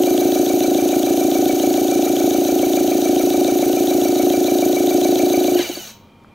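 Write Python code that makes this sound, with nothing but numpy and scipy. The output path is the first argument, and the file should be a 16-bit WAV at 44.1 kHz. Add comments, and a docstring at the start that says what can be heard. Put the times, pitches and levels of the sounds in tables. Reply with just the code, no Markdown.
"""A pulsing hum and hiss with ticks and chirps, then a brief gush of air and a quiet workshop.
Compressed air spins the rotor of a cast-iron flowmeter, four strokes to a turn. Each stroke knocks
the air in the housing into a hum; the hiss swells until the port opens, and the gearing ticks.
A hand closes the ball valve: air tears through the gap, the rotor runs down and the handle clicks."""
import sys
import numpy as np
from scipy import signal
from scipy.fft import rfft, irfft
from scipy.io import wavfile
from scipy.ndimage import uniform_filter1d

SR = 44100
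rng = np.random.default_rng(int(sys.argv[2]) if len(sys.argv) > 2 else 0)


def store_pcm(level_fs):
    """Save levels as 16-bit WAV."""
    pcm = np.round(np.clip(level_fs, -1, 1) * 32767).astype(np.int16)
    wavfile.write(sys.argv[1], SR, np.atleast_2d(pcm).T)


N = 279594
TIME = np.arange(N) / SR
HZ = np.fft.rfftfreq(N, 1 / SR)
GRIP_S, CLOSING_S, SHUT_S = 4, 5.56, 5.905  # lever gripped, throttling starts, valve seals

# strokes of one turn: knock/dB, upper-mode boost/dB, thump/dB, hiss/dB
TURN_STROKES = [(-0.77, -0.5, -31, 5), (-1.36, 2.5, -46, 4), (0.5, -2, -28.5, 4), (-0.18, 0, -51, 4)]


def amp(db):
    """Decibels to gain."""
    return 10 ** (np.asarray(db) / 20)


def unit(x):
    """Scale to rms 1."""
    return x / np.sqrt(np.mean(x ** 2) + 1e-20)


def ramp(start_s, end_s):
    """Linear rise from 0 to 1."""
    return np.clip((TIME - start_s) / (end_s - start_s), 0, 1)


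def log_interp(points, hz):
    """Interpolate a spectrum table over log frequency."""
    f, value = np.transpose(points)
    return np.interp(np.log(hz + 1), np.log(f + 1), value)


def resonance(hz, width_hz):
    """Gain curve of one resonance, peak 1."""
    return 1 / (1 + (2 * (HZ - hz) / width_hz) ** 2)


def noise(gain):
    """Noise of rms 1, shaped by a gain per frequency."""
    return unit(irfft(rfft(rng.standard_normal(N)) * gain, N))


def band(hz, width_hz):
    """Noise in one resonance."""
    return noise(resonance(hz, width_hz))


def level_band(hz, width_hz):
    """A resonance with wandering pitch and even level."""
    phase = np.angle(signal.hilbert(band(hz, width_hz)))
    return unit(np.cos(phase))


def crossings(count):
    """Samples where a rising count crosses a whole number."""
    return np.flatnonzero(np.diff(np.floor(count)) > 0)


def strike(at, sizes, ring):
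    """Set off a ring at each given sample."""
    blows = np.zeros(N)
    blows[at] = sizes
    return signal.oaconvolve(blows, ring)[:N]


def click(decay_s):
    """Envelope of a short contact, peak 1."""
    age = np.arange(SR // 20) / SR / decay_s
    return age * np.exp(1 - age)


def ambience(bed_db=-49):
    """Ventilation and distant machines."""
    ventilation = [(15, -10), (28, -16), (107, 1), (140, -3.5), (193, -2), (274, -5.5), (848, -13),
                   (970, -26), (1050, -11), (1710, -26), (2300, -21), (2770, -27), (3090, -26), (7700, -40),
                   (15500, -43)]  # f/Hz, relative density/dB
    machines = [(217, 40, -52), (933, 14, -61), (2385, 78, -64), (3180, 150, -68)]  # f/Hz, width/Hz, level/dB
    bed = amp(bed_db) * noise(amp(log_interp(ventilation, HZ)))
    return bed + sum(amp(db) * band(hz, width_hz) for hz, width_hz, db in machines)


def room(x):
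    """Diffuse tail, each band dying at its own rate."""
    decay_times = [(200, 0.17), (1000, 0.13), (3000, 0.55), (6500, 0.39), (10000, 0.26), (15000, 0.52)]  # f/Hz, t60/s
    hz, t, spectrum = signal.stft(rng.standard_normal(SR), SR, nperseg=256)
    decay = amp(-60 * t / log_interp(decay_times, hz)[:, None])
    tail = signal.istft(spectrum * decay, SR)[1]
    tail[:SR // 200] = 0  # 5 ms pre-delay
    return signal.fftconvolve(x, tail / np.linalg.norm(tail))[:N]


def side_reflections(x, shadow_hz=2000):
    """Reflections reach left and right differently: in phase for bass, in level too for treble."""
    side_gain = [(25, -32), (100, -15), (250, -17.5), (700, -14), (1300, -14.5), (2500, -18), (5000, -14),
                 (9000, -25), (15000, -16)]  # f/Hz, side over mid/dB
    early = rng.standard_normal(SR // 8) * np.linspace(1, 0, SR // 8) ** 2
    paths = rfft(early / np.linalg.norm(early), N)
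    paths = paths.real * np.minimum(HZ / shadow_hz, 1) + 1j * paths.imag
    paths *= amp(log_interp(side_gain, HZ))
    response = np.roll(irfft(paths, N), len(early))[:2 * len(early) + 1]
    side = signal.fftconvolve(x, response, "same")
    return np.array([x + side, x - side])


def speed_share(coast_s=5.5, half_speed_after_s=0.22):
    """Share of its running speed the rotor keeps as the air is taken away."""
    return 1 / (1 + (np.maximum(TIME - coast_s, 0) / half_speed_after_s) ** 2)


def airflow(throttled_db=-2, seal_db_per_s=454):
    """Air-noise gain: holds until the valve is nearly closed, dies at the seal."""
    sealed_s = np.maximum(TIME - SHUT_S, 0)
    return amp(throttled_db * ramp(CLOSING_S, SHUT_S) ** 3 - seal_db_per_s * sealed_s)


def chamber(x, strokes, echo, spacing_hz=560):
    """The chamber grows as the rotor turns: its resonance comb slides down one tooth a stroke."""
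    analytic, lag = signal.hilbert(x), round(SR / spacing_hz)
    comb = sum(echo ** k * np.roll(analytic, k * lag) * np.exp(-2j * np.pi * k * strokes)
               for k in range(4))
    return unit(comb.real)


def handle(decay_s=0.00083):
    """The valve handle clicks under the fingers."""
    contacts = [(6.238, -58, 5000, 9000), (6.246, -43, 1100, 500)]  # t/s, level/dB, f/Hz, width/Hz
    return sum(strike(round(s * SR), amp(db), click(decay_s)) * band(hz, width_hz)
               for s, db, hz, width_hz in contacts)


def valve_whistle(strokes, fall_hz=600, level_db=-30.5, lead_s=0.035):
    """The closing valve whistles, gliding down in each stroke."""
    phase = strokes % 1
    glide = np.exp(2j * np.pi * np.cumsum(fall_hz * (0.5 - phase)) / SR)
    tone = (signal.hilbert(level_band(hz=2914, width_hz=56)) * glide).real
    pulse = np.sin(np.pi * phase ** 0.8) ** 2
    onset = ramp(CLOSING_S - lead_s, CLOSING_S)
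    return amp(level_db) * tone * pulse * onset * speed_share() * airflow()


def valve_gush(strokes, attack_s=0.035, decay_s=0.051, surge_db=-27.5, stream_db=-47):
    """The jet in the half-closed valve swells, then settles to a weak stream."""
    colour = [(50, -25), (200, -1), (700, -3), (1200, -8), (2000, -3.5), (3000, -5), (4300, -4),
              (5500, -12), (15000, -30)]  # f/Hz, relative density/dB
    peak_s = CLOSING_S + attack_s
    surge = amp(surge_db) * np.exp(-np.maximum(TIME - peak_s, 0) / decay_s)
    jet = chamber(noise(amp(log_interp(colour, HZ))), strokes, echo=0.65)
    return jet * (surge + amp(stream_db)) * ramp(CLOSING_S, peak_s) * airflow()


def gear_ticks(strokes, scatter_db=1.2, decay_s=0.00062):
    """Teeth tick at the same places in every turn, unevenly in level."""
    teeth = [(3.94, -22, 3401.2, 830), (3.95, -32.5, 6700, 3800), (1.92, -30, 8650, 2300),
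             (.93, -34, 8500, 3200)]  # place/strokes, level/dB, f/Hz, width/Hz
    ticks = np.zeros(N)
    for place, db, hz, width_hz in teeth:
        at = crossings((strokes - place) / len(TURN_STROKES))
        sizes = amp(db + scatter_db * rng.standard_normal(len(at)))
        ticks += strike(at, sizes, click(decay_s)) * level_band(hz, width_hz)
    return ticks * speed_share() * airflow()


def rotor_chirps(strokes, scatter_db=1.4):
    """The rotor chirps at the same places in every turn, unevenly in level."""
    # place/strokes, sigma/strokes, level/dB, change under grip/dB, f/Hz, width/Hz
    spots = [(1.204, 0.2, -33, 2.5, 2315, 72), (2.13, 0.2, -42.5, 0, 2310, 100),
             (0.58, 0.23, -36, 5, 3930, 160), (2.7, 0.31, -44.5, 6.5, 3930, 82),
             (0.84, 0.12, -42, 7, 4560, 41), (1.86, 0.11, -44.5, 8.5, 4560, 94),
             (2.83, 0.036, -37.5, 8, 4560, 33), (0.83, 0.054, -35, 5, 6230, 220),
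             (1.437, 0.11, -37, -5.5, 1325, 330)]
    turn, chirps = len(TURN_STROKES), np.zeros(N)
    for place, sigma, db, grip_db, hz, width_hz in spots:
        lap, within = np.divmod(strokes - place + turn / 2, turn)
        lap_db = scatter_db * rng.standard_normal(64)[lap.astype(int)]
        level_db = db + grip_db * ramp(GRIP_S, CLOSING_S) + lap_db
        envelope = np.exp(-0.5 * ((within - turn / 2) / sigma) ** 2)
        chirps += amp(level_db) * envelope * level_band(hz, width_hz)
    return chirps * airflow()


def hiss(strokes, level_db=-31.5, swell_db=7, ripple_db=2.5, roar_hz=1000, treble_hz=8000):
    """The jet grows with pressure in each stroke, drops as the port opens; its roar needs a fast rotor."""
    colour = [(150, -7), (700, 14.5), (1100, -10), (1500, -2), (1950, -11), (2600, -1), (4400, -5.5),
              (5100, -8), (6700, 3.5), (7400, -13), (8300, -5), (11700, -10), (13000, 2), (14300, -13.5),
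              (15600, -1)]  # f/Hz, relative density/dB
    outlet_modes = [(1480, 30, 2), (2328, 17, 15), (3700, 97, 0), (3923, 33, 9.5), (4405, 56, 7),
                    (5626, 120, 0), (6270, 110, -4.5), (5950, 56, 1), (6820, 68, -6), (8230, 130, -2.5),
                    (10200, 81, -11), (10840, 390, -0.5), (13100, 104, 1), (13150, 130, -5), (15300, 64, 3)]  # f/Hz, width/Hz, level over jet/dB
    outlet = 1 + sum(amp(db) * resonance(hz, width_hz) for hz, width_hz, db in outlet_modes)
    ripple = uniform_filter1d(rng.standard_normal(len(HZ)), size=260)
    pipe_modes_db = ripple_db * unit(uniform_filter1d(ripple, size=200))
    jet = noise(amp(log_interp(colour, HZ) + pipe_modes_db) * outlet)
    jet = chamber(jet, strokes, echo=0.33)
    roar = signal.sosfiltfilt(signal.butter(4, roar_hz, fs=SR, output="sos"), jet)
    treble = signal.sosfiltfilt(signal.butter(4, treble_hz, "high", fs=SR, output="sos"), jet)
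    # duller under the hand, then as the valve throttles
    treble_db = -0.5 - 0.5 * ramp(GRIP_S, CLOSING_S) - 5.5 * ramp(CLOSING_S, SHUT_S) ** 2
    jet = jet + roar * (speed_share() - 1) + treble * (amp(treble_db) - 1)
    stroke_db = np.array(TURN_STROKES)[strokes.astype(int) % len(TURN_STROKES), -1]
    pressure_db = speed_share() ** 2 * (swell_db * (strokes % 1 - 0.5) + stroke_db)
    return jet * amp(level_db + uniform_filter1d(pressure_db, size=90)) * airflow()


def hum(strokes, scatter_db=0.37, upper_hz=500, thump_hz=135, thump_t60_s=0.096):
    """Each stroke lets a slug of air into the housing; strokes alternately thump and ring brighter."""
    air_modes = [(132, -47, 0.16), (220.2, -16.5, 0.026), (290.5, -7.5, 0.09), (356.23, -3, 0.21),
                 (350, -5, 0.11), (403, -22, 0.27), (440.6, -26.6, 0.49), (590, -10.5, 0.027),
                 (729.8, -17, 0.069), (765.7, -26.5, 0.2)]  # housing and pipe: f/Hz, level/dB, t60/s
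    grip_upper_db, slow_upper_db = 1.7, 5.5
    dip_s, dip_width_s, dip_db = 5.635, 0.02, -16  # brief dip as the air is throttled
    damped_from_s, damping_t60_s = 5.535, 0.2  # extra damping once the rotor slows
    at, t = crossings(strokes), np.arange(SR // 2) / SR
    in_turn = np.round(strokes[at]).astype(int) % len(TURN_STROKES)
    knock_db, upper_db, thump_db, _ = np.array(TURN_STROKES)[in_turn].T
    brighten_db = grip_upper_db * ramp(GRIP_S, CLOSING_S) + slow_upper_db * (1 - speed_share()) ** 2
    opening = 1 - ramp(CLOSING_S, SHUT_S)
    drive = opening ** 2.1 * amp(dip_db * np.exp(-((TIME - dip_s) / dip_width_s) ** 2))
    force = drive[at] * amp(scatter_db * rng.standard_normal(len(at)))

    modes = np.array([(-1) ** k * amp(db - 60 * t / t60_s) * np.sin(2 * np.pi * hz * t)
                      for k, (hz, db, t60_s) in enumerate(air_modes)])
    upper = np.array(air_modes)[:, 0] > upper_hz
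    thump = np.sin(2 * np.pi * thump_hz * t) * amp(-60 * t / thump_t60_s)
    rings = [(knock_db, modes[~upper].sum(0)),
             (knock_db + upper_db + brighten_db[at], modes[upper].sum(0)),
             (thump_db, thump)]
    slowing = TIME[at] > damped_from_s
    sound = np.zeros(N)
    for db, ring in rings:
        sound += strike(at, force * amp(db) * ~slowing, ring)
        sound += strike(at, force * amp(db) * slowing, ring * amp(-60 * t / damping_t60_s))
    sound = signal.lfilter(*signal.butter(1, 25, "high", fs=SR), sound)
    turbulence = 1 + 0.1 * band(hz=0, width_hz=90)
    return sound * turbulence


def scene(start_strokes=2.95, hum_room_db=-27, air_room_db=-9):
    """The rotor's position, counted in strokes, drives hum, hiss and gearing."""
    running_speed = [(0, 28.01), (1.3, 28.235), (3.3, 28.1), (5.5, 27.98)]  # t/s, rate/(strokes/s)
    strokes_per_s = np.interp(TIME, *np.transpose(running_speed)) * speed_share()
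    strokes = start_strokes + np.cumsum(strokes_per_s) / SR
    housing = hum(strokes)
    air = hiss(strokes) + gear_ticks(strokes) + rotor_chirps(strokes)
    air += valve_gush(strokes) + valve_whistle(strokes) + handle()
    reverb = room(amp(hum_room_db) * housing + amp(air_room_db) * air)
    return side_reflections(housing + air + reverb + ambience())


def record(dry, cutoff_hz=15780):
    """Steep low-pass on both channels."""
    lowpass = signal.firwin(1023, cutoff_hz, window=("kaiser", 9), fs=SR)
    return signal.oaconvolve(dry, lowpass[None], "same")


dry = scene()
out = record(dry)
store_pcm(out)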